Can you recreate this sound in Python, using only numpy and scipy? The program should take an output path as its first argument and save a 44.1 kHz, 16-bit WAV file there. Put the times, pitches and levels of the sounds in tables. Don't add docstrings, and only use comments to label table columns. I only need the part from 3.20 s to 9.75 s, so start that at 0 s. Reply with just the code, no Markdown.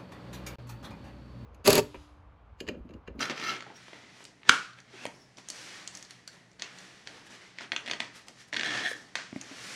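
import sys
import numpy as np
from scipy import signal
from scipy.fft import rfft, irfft
from scipy.io import wavfile
from scipy.ndimage import uniform_filter1d

SR = 44100
rng = np.random.default_rng(int(sys.argv[2]) if len(sys.argv) > 2 else 0)


def to_wav(s):
    ch = np.atleast_2d(s).T
    pcm = np.round(np.clip(ch, -1, 1) * 32767)
    wavfile.write(sys.argv[1], SR, pcm.astype(np.int16))


N = 288855
T = np.arange(N) / SR

# pitch_hz, level_db
CRACK_TONE = [(59, -49), (100, -34), (1130, -15.5), (1870, -6), (2580, -6), (3250, -4), (5900, -14.5),
              (6560, -12), (7290, -14.5), (8460, -20), (16000, -55.5)]


def snaps():
    # start_s, level_db, ring_hz, low_db, high_db, high_hz, top_db
    single_snaps = [(.0074, -26, 1340, -19, -3, 5500, -19), (.0147, -27, 1370, -30, -3, 5430, -25),
                    (.0254, -26, 2570, -23, -18, 4920, -28), (.0376, -35, 1240, -18, -10, 5500, -28),
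                    (.0301, -23.5, 1360, -14, -11, 4730, -22), (.0552, -24, 1820, -34, -14, 5180, -25),
                    (.098, -21.5, 2290, -7.5, -16.5, 5600, -39),
                    (.2383, -33.5, 2280, -2.5, -2.5, 4700, -20), (.424, -33.5, 1390, -9, -11.5, 4040, -25),
                    (.6818, -41, 1550, -1, -14, 4860, -31), (.7317, -40, 2050, -6, -22, 4520, -38),
                    (1.006, -47.5, 1510, 3, -14, 4500, -30), (1.041, -51, 3800, -20, 4, 7500, 2),
                    (1.052, -37.5, 3700, -25, -2, 6030, -10), (1.218, -52, 2120, -6, -27, 4270, -59),
                    (1.2322, -38.5, 2240, -18, -35, 4320, -43), (1.2526, -46, 2060, -3, -18, 4000, -25),
                    (1.533, -50, 1320, -15, 0, 4240, -28), (1.5875, -40, 1880, -29, -16, 4030, -31.5),
                    (1.6023, -48, 1430, -19, 2, 5700, -15), (1.8536, -24.5, 3280, -4.5, -23.5, 4150, -14),
                    (1.8644, -32, 2540, -28, -12.5, 7500, -30), (1.8774, -57.5, 1790, -2.5, 3, 7300, -14),
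                    (2.1713, -55, 1986, -25.5, 9.5, 4800, -26), (2.184, -40.5, 2010, -4, -8.5, 4050, -36.5),
                    (2.2867, -41, 3900, -6, 12, 6860, 4.5), (2.3016, -38.5, 4250, -2, 13, 7200, 4),
                    (2.676, -35.5, 3680, -9, 9.5, 7800, -5), (2.7512, -45, 2460, -11, 8, 7000, -8),
                    (2.7724, -48, 3670, -15, 11, 6600, 4), (2.8261, -45.5, 1850, -24, 3.5, 7560, -10),
                    (2.8494, -52.5, 1840, -17.5, 7, 5000, -25), (2.9078, -40.5, 1670, -33, 4.5, 4500, -8.5),
                    (3.0767, -45.5, 3730, -7, 12, 4800, 1.5), (3.3154, -57.5, 1884, -6.5, 1.5, 7180, -25),
                    (3.3314, -61, 1333, -9.5, 4, 7230, -26.5), (3.3967, -39.5, 1760, -15.5, 2, 4330, -36),
                    (3.421, -26, 3730, -11.5, 2, 4300, -31.5), (3.5864, -50.5, 2030, -11, 8.5, 7600, -12),
                    (3.8732, -29.5, 1650, -18.5, -4, 4600, -47), (4.386, -27, 2190, -21, -15.5, 4310, -43),
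                    (4.3944, -37, 2130, -22, -20, 4530, -39), (4.4087, -34.5, 1380, -5, -9, 5510, -40),
                    (4.5195, -12.5, 3380, -24, -19, 4280, -50), (4.5325, -33, 2490, -2, -19, 4230, -40),
                    (4.563, -16, 2600, -24.5, -15.5, 4300, -57), (4.5774, -30, 2470, -15, -17, 4540, -40),
                    (4.6614, -33, 1810, -19, -10, 5120, -23), (4.6666, -28, 3270, -23, -17, 4060, -33),
                    (4.6769, -25.5, 1850, -11, -17, 4000, -26), (4.6834, -25, 1870, -16.5, -22, 4070, -33),
                    (4.6984, -24.5, 1910, -15, -18, 4010, -28), (4.7122, -19.5, 3030, -14, -8.5, 4300, -33),
                    (4.7345, -19.5, 3170, -16, -12, 4300, -31), (4.8033, -17, 2000, -15, -16.5, 4180, -29),
                    (5.0835, -37, 2050, -11.5, -2, 5030, -9.5),
                    (5.3283, -21.5, 1830, -22, -26, 4060, -41.5),
                    (5.3347, -25.5, 1700, -18, -14, 5200, -37), (5.3434, -19.5, 1820, -16, -19, 5120, -45),
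                    (5.365, -19.5, 1680, -30, -10, 4380, -41), (5.3685, -17.5, 3140, -26, -14, 4040, -35),
                    (5.3951, -19, 1840, -37, -16, 5090, -39), (5.41, -20, 1820, -29, -12, 4050, -43),
                    (5.433, -17.5, 1690, -17, -15, 4530, -40), (5.449, -28, 1850, -31, -21, 4010, -41),
                    (5.4608, -29, 1720, -30, -5.5, 4020, -42), (5.4724, -25, 1680, -18, -14, 4330, -39),
                    (5.5062, -25.5, 1720, -8, -11, 4230, -38), (5.5493, -27, 1690, -8, -21, 4010, -37),
                    (5.7114, -42, 1760, -18, -8, 5540, -5), (5.73, -40, 1830, -18, -6, 6000, -11),
                    (5.9546, -18.5, 1610, -14, -8.5, 4080, -30.5), (5.9878, -33, 1500, -3, -19, 4000, -44),
                    (6.2129, -40.5, 3230, -29, 8, 6200, -5)]
    rows = single_snaps + flurries()
    out, t = np.zeros(N), np.arange(2048) / SR
    lead_s = .002
    age = np.maximum(t - lead_s, 0)
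    click = np.exp(-((t - .0023) / .00002) ** 2)
    fade_in = np.clip((t - .0014) / .00051, 0, 1)
    for start_s, level_db, ring_hz, low_db, high_db, high_hz, top_db in rows:
        noise = rng.standard_normal(len(t))
        decay_s = .001221 * np.exp(.2 * noise[0])
        shape = (1 - np.exp(-age / .00027)) * np.exp(-age / decay_s)
        burst = 1.5 * click + noise * shape
        echo = .37 * np.roll(burst, round(.0032 * SR))
        low, mid, high, top = board_bands(burst + echo, CRACK_TONE, ring_strength=7.5)
        high = unit_level(.45 * high + resonate(high + .32 * mid, high_hz, width_hz=1100))
        cycles = ring_hz * (.933 * age + .00022 * (1 - np.exp(-age / .0011)))
        ring = unit_level(shape * np.sin(2 * np.pi * cycles))
        ring_share = .55 * (ring_hz / 1800) ** -.8
        middle = (1 - ring_share) * mid + ring_share * ring
        snap = middle + gain(low_db) * low + gain(high_db) * high + gain(top_db) * top
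        add(out, start_s - lead_s, gain(level_db) * snap * fade_in / abs(middle).max())
    return out


def flurries(count=4):
    # start_s, length_s, level_db, ring_hz
    bunches = [(.166, .05, -36, 2100), (.25, 0.2, -35, 1900), (5.476, .2, -34, 1750),
               (5.952, 0.032, -38, 1880)]
    tone = (-17, -12, 5200, -33)  # low_db, high_db, high_hz, top_db
    rows = []
    for start_s, length_s, level_db, ring_hz in bunches:
        for k, (when, force, pitch) in enumerate(rng.random((count, 3))):
            snap_s = start_s + length_s * (k + when) / count
            rows.append((snap_s, level_db + 8 * (2 * force - 1), ring_hz * (.87 + .33 * pitch), *tone))
    return rows


def knock():
    # pitch_hz, level_db, fade_s (time to fall 60 dB)
    flap_notes = [(102.4, -25.5, .03), (270, -21, 0.034), (419, -21, 0.0209), (972, -31.5, 0.0032),
                  (1236, -5, 0.0084), (1416, 4, 0.011), (2293, -0.5, 0.0088), (2670, -7.5, 0.01),
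                  (3390, -7, 0.012), (4070, -21, 0.015), (6150, -15, 0.012), (7270, -24, 0.0077)]
    knock_s, lead_s = 1.2937, .01
    out, t = np.zeros(N), np.arange(4096) / SR - lead_s
    age = np.maximum(t, 0)
    ring = np.zeros(len(t))
    for hz, level_db, fade_s in flap_notes:
        rise = 1 - np.exp(-(age * hz / 1.27) ** 2)
        ring += gain(level_db - 60 * age / fade_s) * rise * np.sin(2 * np.pi * hz * age)
    crackle = gain(-19) * np.clip(1 + t / .0042, 0, 1) ** .5 * (t < 0)
    crack = gain(-9) * np.exp(-age / .0032) * (t > 0)
    noise = rng.standard_normal(len(t)) * (crackle + crack)
    fibres = irfft(rfft(noise) * unit_level(tone_gains(CRACK_TONE, len(t))))
    add(out, knock_s - lead_s, gain(4.5) * ring + fibres)
    return out


def rubbing():
    # pitch_hz, level_db
    paper_tone = [(59, -52.5), (100, -21), (119, -0.5), (156, -5.5), (289, -0.5), (452, -3), (547, -4.5),
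                  (950, -5), (1760, -0.5), (3050, -2.5), (5770, -7), (10200, -19.5), (16000, -45)]
    scrape, rumble, hiss, fizz, edge_hz, edge_db = hand_pressure()
    clumps = unit_level(uniform_filter1d(rng.standard_normal(N), size=250))
    noise = rng.standard_normal(N)
    click_db = 2.1 * np.minimum(rng.exponential(1, N), 4)
    fibres = noise * gain(.31 * clumps + click_db)
    low, mid, high, top = board_bands(fibres, paper_tone, ring_strength=.7)
    edge_ring = unit_level(resonate(resonate(fibres, edge_hz, 280), edge_hz, 400))
    return scrape * (mid + gain(edge_db) * edge_ring) + rumble * low + hiss * high + fizz * top


def hand_pressure():
    # full_pressure_s, rise_s, hold_s, release_s,
    # scrape_db, rumble_db, hiss_db, fizz_db, edge_hz, edge_db (set against the scrape)
    strokes = [(.012, 0.09, 0.013, 0.18, -41.5, -41.5, -56, -59, 1400, 0),
               (0.104, 0.014, 0.0085, 0.055, -38.5, -39.5, -52, -75, 1800, -14),
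               (0.241, 0.29, 0.094, 0.18, -43, -47, -55, -70, 1600, -28),
               (0.466, 0.011, 0.058, 0.09, -59.5, -54.5, -72, -90, 1660, -24),
               (0.565, .05, .13, .3, -57.5, -67.5, -65.5, -79, 1950, -17),
               (0.731, 0.071, 0.058, 0.51, -57, -60, -66, -83, 2050, -7),
               (1.024, 0.37, 0.0053, 0.057, -57.5, -62.5, -62, -73, 1970, -22),
               (1.056, 0.023, .004, 0.13, -64.5, -59, -59.5, -79, 2000, -16),
               (1.288, 0.04, 0.0047, 0.012, -42, -47, -50, -71, 1790, -7),
               (1.317, 0.036, 0.023, .15, -37, -45, -42.5, -56.5, 1420, -8),
               (1.428, .06, .004, 0.21, -50, -73, -60, -74, 1290, -1),
               (1.745, 0.11, .03, .1, -55.5, -62, -64.5, -80, 1900, -11),
               (1.588, 0.071, .004, 0.034, -58.5, -63, -73, -79, 1760, -6.5),
               (1.839, 0.19, .006, 0.019, -49.5, -53, -56, -68, 2690, -4),
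               (1.902, 0.046, 0.019, 0.39, -66, -59, -66, -79.5, 1700, -22),
               (2.18, 0.011, .004, 0.11, -58.5, -55, -57.5, -73, 2000, -19.5),
               (2.358, 0.18, 0.11, .3, -52, -58.5, -53.5, -66, 2015, -19),
               (2.543, 0.39, .03, 0.45, -51, -58, -56, -70, 1900, -17),
               (2.748, 0.089, 0.016, 0.33, -58.5, -59, -57.5, -69, 1850, -13),
               (2.896, .01, 0.0043, 0.29, -58, -66, -64, -74, 1810, -12),
               (3.077, 0.0053, .004, .04, -55, -63.5, -61.5, -69.5, 1510, -0.5),
               (3.13, .08, .004, 0.26, -60, -63, -65, -75.5, 1900, -4.5),
               (3.395, .01, 0.056, 0.45, -55, -60.5, -62.5, -79.5, 1700, -32),
               (3.423, .005, .03, .12, -49.5, -60, -62, -84, 2900, 1),
               (3.586, 0.22, 0.024, 0.75, -55, -60.5, -60, -72, 1900, -19),
               (3.868, .02, 0.12, 0.25, -56.5, -58, -63, -77, 1815, -17),
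               (4.069, .05, .004, 0.052, -56, -62, -62, -69, 1730, -10),
               (4.106, .04, .05, .15, -55, -58.5, -58.5, -73, 1800, -11),
               (4.22, 0.095, .02, 0.43, -57.5, -64, -63.5, -81, 2147, -8),
               (4.418, 0.072, 0.01, 0.098, -46.5, -51.5, -55.5, -76, 1800, -15),
               (4.519, 0.0068, 0.0046, 0.18, -52, -51, -62, -67, 1950, -17),
               (4.707, 0.16, .004, 0.18, -48.5, -47.5, -52.5, -83, 1950, -3),
               (4.8, 0.0046, .004, 0.18, -45.5, -49.5, -52, -88, 1880, -14),
               (4.959, 0.047, 0.0048, 0.14, -51.5, -60.5, -56.5, -62.5, 1910, -18),
               (5.07, .01, .004, 0.21, -62, -56.5, -64, -73, 2000, -10),
               (5.211, 0.14, .004, 0.098, -57, -72, -58, -71, 1790, -8.5),
               (5.284, 0.027, .004, .04, -63.5, -73, -67, -70, 1675, -12),
               (5.329, 0.0075, 0.15, 0.26, -48.5, -48, -52, -76, 1810, -12),
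               (5.528, 0.15, 0.074, 0.16, -38, -45, -46.5, -69, 1750, -32),
               (5.683, 0.14, 0.032, 0.058, -47, -65, -53, -57, 1790, 0),
               (5.76, .03, .004, 0.36, -56, -55.5, -58.5, -70.5, 1810, -3),
               (5.957, .004, 0.0067, .2, -42, -53.5, -47, -80, 1650, -25),
               (6.164, .04, 0.0037, 0.064, -58.5, -78, -66, -72, 2050, -10),
               (6.213, .006, 0.11, 0.53, -57.5, -60, -71, -82, 1900, -10),
               (6.461, 0.51, .2, .1, -47, -54, -50, -61, 1850, -24)]
    # scrape_db, rumble_db, hiss_db, fizz_db, edge_hz, edge_db
    resting = (-83, -68, -78, -97.5, 1799.5, -13)
    steepness = (1.004, 1.01, 1.01, 1.7)
    t = np.arange(0, T[-1] + .002, .001)
    full_s, rise_s, hold_s, release_s, *columns = np.transpose(strokes)[:, :, None]
    before = np.maximum(full_s - t, 0) / rise_s
    after = np.maximum(t - full_s - hold_s, 0) / release_s
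    pressure_db = -24 * (before + after)
    powers = [np.vstack([gain(db + steep * pressure_db), np.full(len(t), gain(rest_db))]) ** 2
              for db, rest_db, steep in zip(columns, resting, steepness)]
    levels = [np.sqrt(power.sum(0)) for power in powers]
    share = powers[0] / powers[0].sum(0)
    edge = [np.append(column, rest) @ share for column, rest in zip(columns[4:], resting[4:])]
    return [np.interp(T, t, curve) for curve in levels + edge]


def creaks():
    # time_s, level_db, slips_per_s
    pulls = [
        [(0.0, -42, 133), (0.024, -32, 118), (0.092, -51, 154), (0.098, -41, 125), (0.12, -38, 220)],
        [(0.15, -50, 104), (0.294, -32, 127), (0.418, -69, 280), (0.42, -47, 103)],
        [(5.44, -29, 110), (5.462, -30, 143), (5.486, -36, 180), (5.554, -37.5, 130), (5.6, -40, 170)],
        [(5.605, -46, 170), (5.631, -34, 130), (5.655, -27.5, 116), (5.76, -49.5, 99)],
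    ]
    # pitch_hz, width_hz, level_db
    front_flap = [(253, 27, -10.0), (1333, 14, 3), (1790, 28, -1.5), (2146, 24, 0.5), (2740, 43, -6),
                  (2760, 25, -12), (3160, 26, -4), (4040, 36, -5.5), (4650, 100, -10.0), (4850, 22, -5.5),
                  (4960, 37, -21), (5270, 54, -7), (5960, 130, -8.5), (6900, 52, -22), (10600, 550, -34),
                  (12900, 600, -33)]
    side_flap = [(310, 51, -12), (685, 23, -7), (1764, 85, 7), (2110, 40, -3), (2470, 26, -34),
                 (3350, 200, -3), (3940, 59, -6.5), (5040, 190, -17), (5460, 110, -13), (6060, 30, -22),
                 (6330, 75, -15), (6850, 69, -28), (8100, 49, -18), (9350, 160, -27)]
    out = np.zeros(N)
    for points, flap in zip(pulls, (front_flap, front_flap, side_flap, side_flap)):
        time_s, level_db, slips_per_s = np.transpose(points)
        t = np.arange(time_s[0], time_s[-1], 1 / SR)
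        wander = unit_level(uniform_filter1d(rng.standard_normal(len(t)), size=200))
        slips = np.cumsum(np.interp(t, time_s, slips_per_s) * np.exp(.3 * wander)) / SR
        puffs = rng.standard_normal(len(t)) * (.23 + np.exp(-(slips % 1) / .088))
        ring = sum(gain(db) * resonate(resonate(puffs, hz, width + 45), hz, 2.1 * width + 300)
                   for hz, width, db in flap)
        loudness = gain(np.interp(t, time_s, level_db)) * signal.windows.tukey(len(t), .1)
        add(out, time_s[0], loudness * unit_level(ring))
    return out


def thumps():
    # start_s, level_db, pitch_hz, fade_s (time to fall 60 dB)
    finger_taps = [(0.098, -45, 285, 0.04), (0.465, -41, 816, 0.031), (0.502, -40.5, 880, 0.043),
                   (1.737, -47, 374, 0.19), (1.854, -20, 564, 0.014), (1.871, -36, 276, 0.045),
                   (5.714, -28.5, 510, 0.024), (6.128, -26.5, 260, 0.023), (6.161, -23.5, 261, 0.036),
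                   (6.312, -40, 276, 0.1)]
    out, t = np.zeros(N), np.arange(4000) / SR
    rise = 1 - np.exp(-t / .00048)
    for start_s, level_db, hz, fade_s in finger_taps:
        fall = gain(-60 * t / fade_s)
        note = np.sin(2 * np.pi * hz * t)
        overtone = .41 * fall * np.sin(2 * np.pi * 2.28 * hz * t)
        tick = .52 * fall ** 3 * np.sin(2 * np.pi * 2100 * t)
        add(out, start_s, gain(level_db) * rise * fall * (note + overtone + tick))
    return out


def squeaks():
    # time_s, pitch_hz, level_db
    slides = [
        [(0.53, 5220, -77), (0.548, 5640, -65), (0.572, 5600, -53.5), (0.59, 5850, -79)],
        [(1.93, 5199, -72), (1.948, 5400, -61), (1.972, 5516, -73), (2.02, 5449, -62.5), (2.12, 5110, -84)],
        [(1.92, 10293, -83), (1.932, 10514, -85), (2.004, 10100, -83), (2.054, 10625, -86), (2.07, 9300, -97)],
        [(4.44, 8922, -93), (4.442, 8850, -86), (4.584, 9000, -71), (4.622, 9500, -72), (4.64, 9601, -87)],
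    ]
    out = np.zeros(N)
    for points in slides:
        time_s, pitch_hz, level_db = np.transpose(points)
        t = np.arange(time_s[0], time_s[-1], 1 / SR)
        slide_hz = np.interp(t, time_s, pitch_hz)
        tone = np.sin(2 * np.pi * np.cumsum(slide_hz) / SR)
        rasp = unit_level(resonate(rng.standard_normal(len(t)), slide_hz, width_hz=300))
        rasp *= .79 * (5500 / pitch_hz.mean()) ** 3
        loudness = gain(np.interp(t, time_s, level_db)) * signal.windows.tukey(len(t), .3)
        add(out, time_s[0], loudness * unit_level(tone + rasp))
    return out


def board_bands(sound, tone, ring_strength):
    # pitch_hz, width_hz, level_db
    board_notes = [(244, 120, -3.5), (710, 140, -9.5), (1670, 1300, -7), (2340, 160, -6), (2930, 32, -0.5),
                   (3320, 120, -4.5), (4363, 77, -1.5), (5840, 330, -6.5), (5880, 20, -11.5),
                   (7290, 69, -24.5)]
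    hz = np.fft.rfftfreq(len(sound), 1 / SR)
    above = [1 / (1 + (split_hz / (hz + 1)) ** 8) for split_hz in (1050, 4250, 8750)]
    boost = sum(gain(db) / (1 + (2 * (hz - pitch) / width) ** 2) for pitch, width, db in board_notes)
    boost *= 1 + .97 * (1 - above[0])
    spectrum = rfft(sound) * tone_gains(tone, len(sound)) * np.sqrt(1 + ring_strength * boost)
    bands = -np.diff([np.ones_like(hz), *above, np.zeros_like(hz)], axis=0)
    return [unit_level(irfft(spectrum * band, len(sound))) for band in bands]


def room_echo(sound):
    # pitch_hz, fade_s (time to fall 60 dB)
    fade_times = [(200, 0.24), (530, 0.26), (1390, 0.38), (3680, 0.17), (9700, 0.27)]
    out, slots = np.zeros(N), np.arange(220, SR // 2 - 20, 20)
    build_up = 1 - .2 * np.exp(-slots / 680)
    for k in range(3):
        echoes = np.zeros(SR // 2)
        echoes[slots + rng.integers(0, 20, len(slots))] = rng.choice([-1., 1.], len(slots)) * build_up
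        hz, t, spectrum = signal.stft(echoes, SR, nperseg=256)
        fade_db = -60 * t / value_at(fade_times, hz)[:, None]
        dull_db = -2.5 * (hz[:, None] / 10000) ** 2
        tail = signal.istft(spectrum * gain(fade_db + dull_db), SR, nperseg=256)[1]
        turn = np.sqrt(2 / 3) * np.cos(2 * np.pi * (7 * T + k / 3))
        out += signal.fftconvolve(sound * turn, tail / np.linalg.norm(tail))[:N]
    return out


def room_tone():
    # pitch_hz, level_db
    hush_tone = [(12, -45), (20, -8), (65, 5.5), (107, 5.5), (172, 5), (472, -18.5), (558, -11.5),
                 (1120, -7), (1910, 3.5), (2750, -5), (5850, -11), (10200, -19.5), (16000, -57)]
    # pitch_hz, level_db
    hum_notes = [(123.8, -69), (183.0, -69)]
    hush = unit_level(irfft(rfft(rng.standard_normal(N)) * tone_gains(hush_tone, N), N))
    hum = sum(gain(db) * unit_level(resonate(rng.standard_normal(N), hz, 7.9)) for hz, db in hum_notes)
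    return gain(-67) * hush + hum


def resonate(sound, pitch_hz, width_hz):
    spin = np.exp(2j * np.pi * np.cumsum(pitch_hz * np.ones(len(sound))) / SR)
    memory = np.exp(-np.pi * width_hz / SR)
    return 2 * (spin * signal.lfilter([1 - memory], [1, -memory], sound / spin)).real


def gain(db):
    return 10 ** (np.asarray(db) / 20)


def unit_level(sound):
    return sound / np.sqrt(np.mean(sound ** 2) + 1e-20)


def value_at(points, hz):
    pitch_hz, value = np.transpose(points)
    return np.interp(np.log(hz + 1), np.log(pitch_hz + 1), value)


def tone_gains(tone, length):
    return gain(value_at(tone, np.fft.rfftfreq(length, 1 / SR)))


def add(mix, start_s, sound):
    part = mix[round(start_s * SR):][:len(sound)]
    part += sound[:len(part)]


def scene():
    snap, flap = snaps(), knock()
    rub = rubbing() + squeaks() + creaks()
    thump = thumps()
    echo = room_echo(gain(-9.5) * snap + gain(-12.5) * flap + gain(-12) * rub + gain(-13.5) * thump)
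    bass_cut = signal.butter(3, 95, "highpass", fs=SR, output="sos")
    box = signal.sosfilt(bass_cut, snap + flap + rub + thump + echo)
    return (box + room_tone())[None]


def record(dry):
    clipped = np.clip(dry, -1, 1)
    treble_cut = signal.firwin(511, 16200, window=("kaiser", 9), fs=SR)
    return signal.oaconvolve(clipped, treble_cut[None], "same")


dry = scene()
out = record(dry)
to_wav(out)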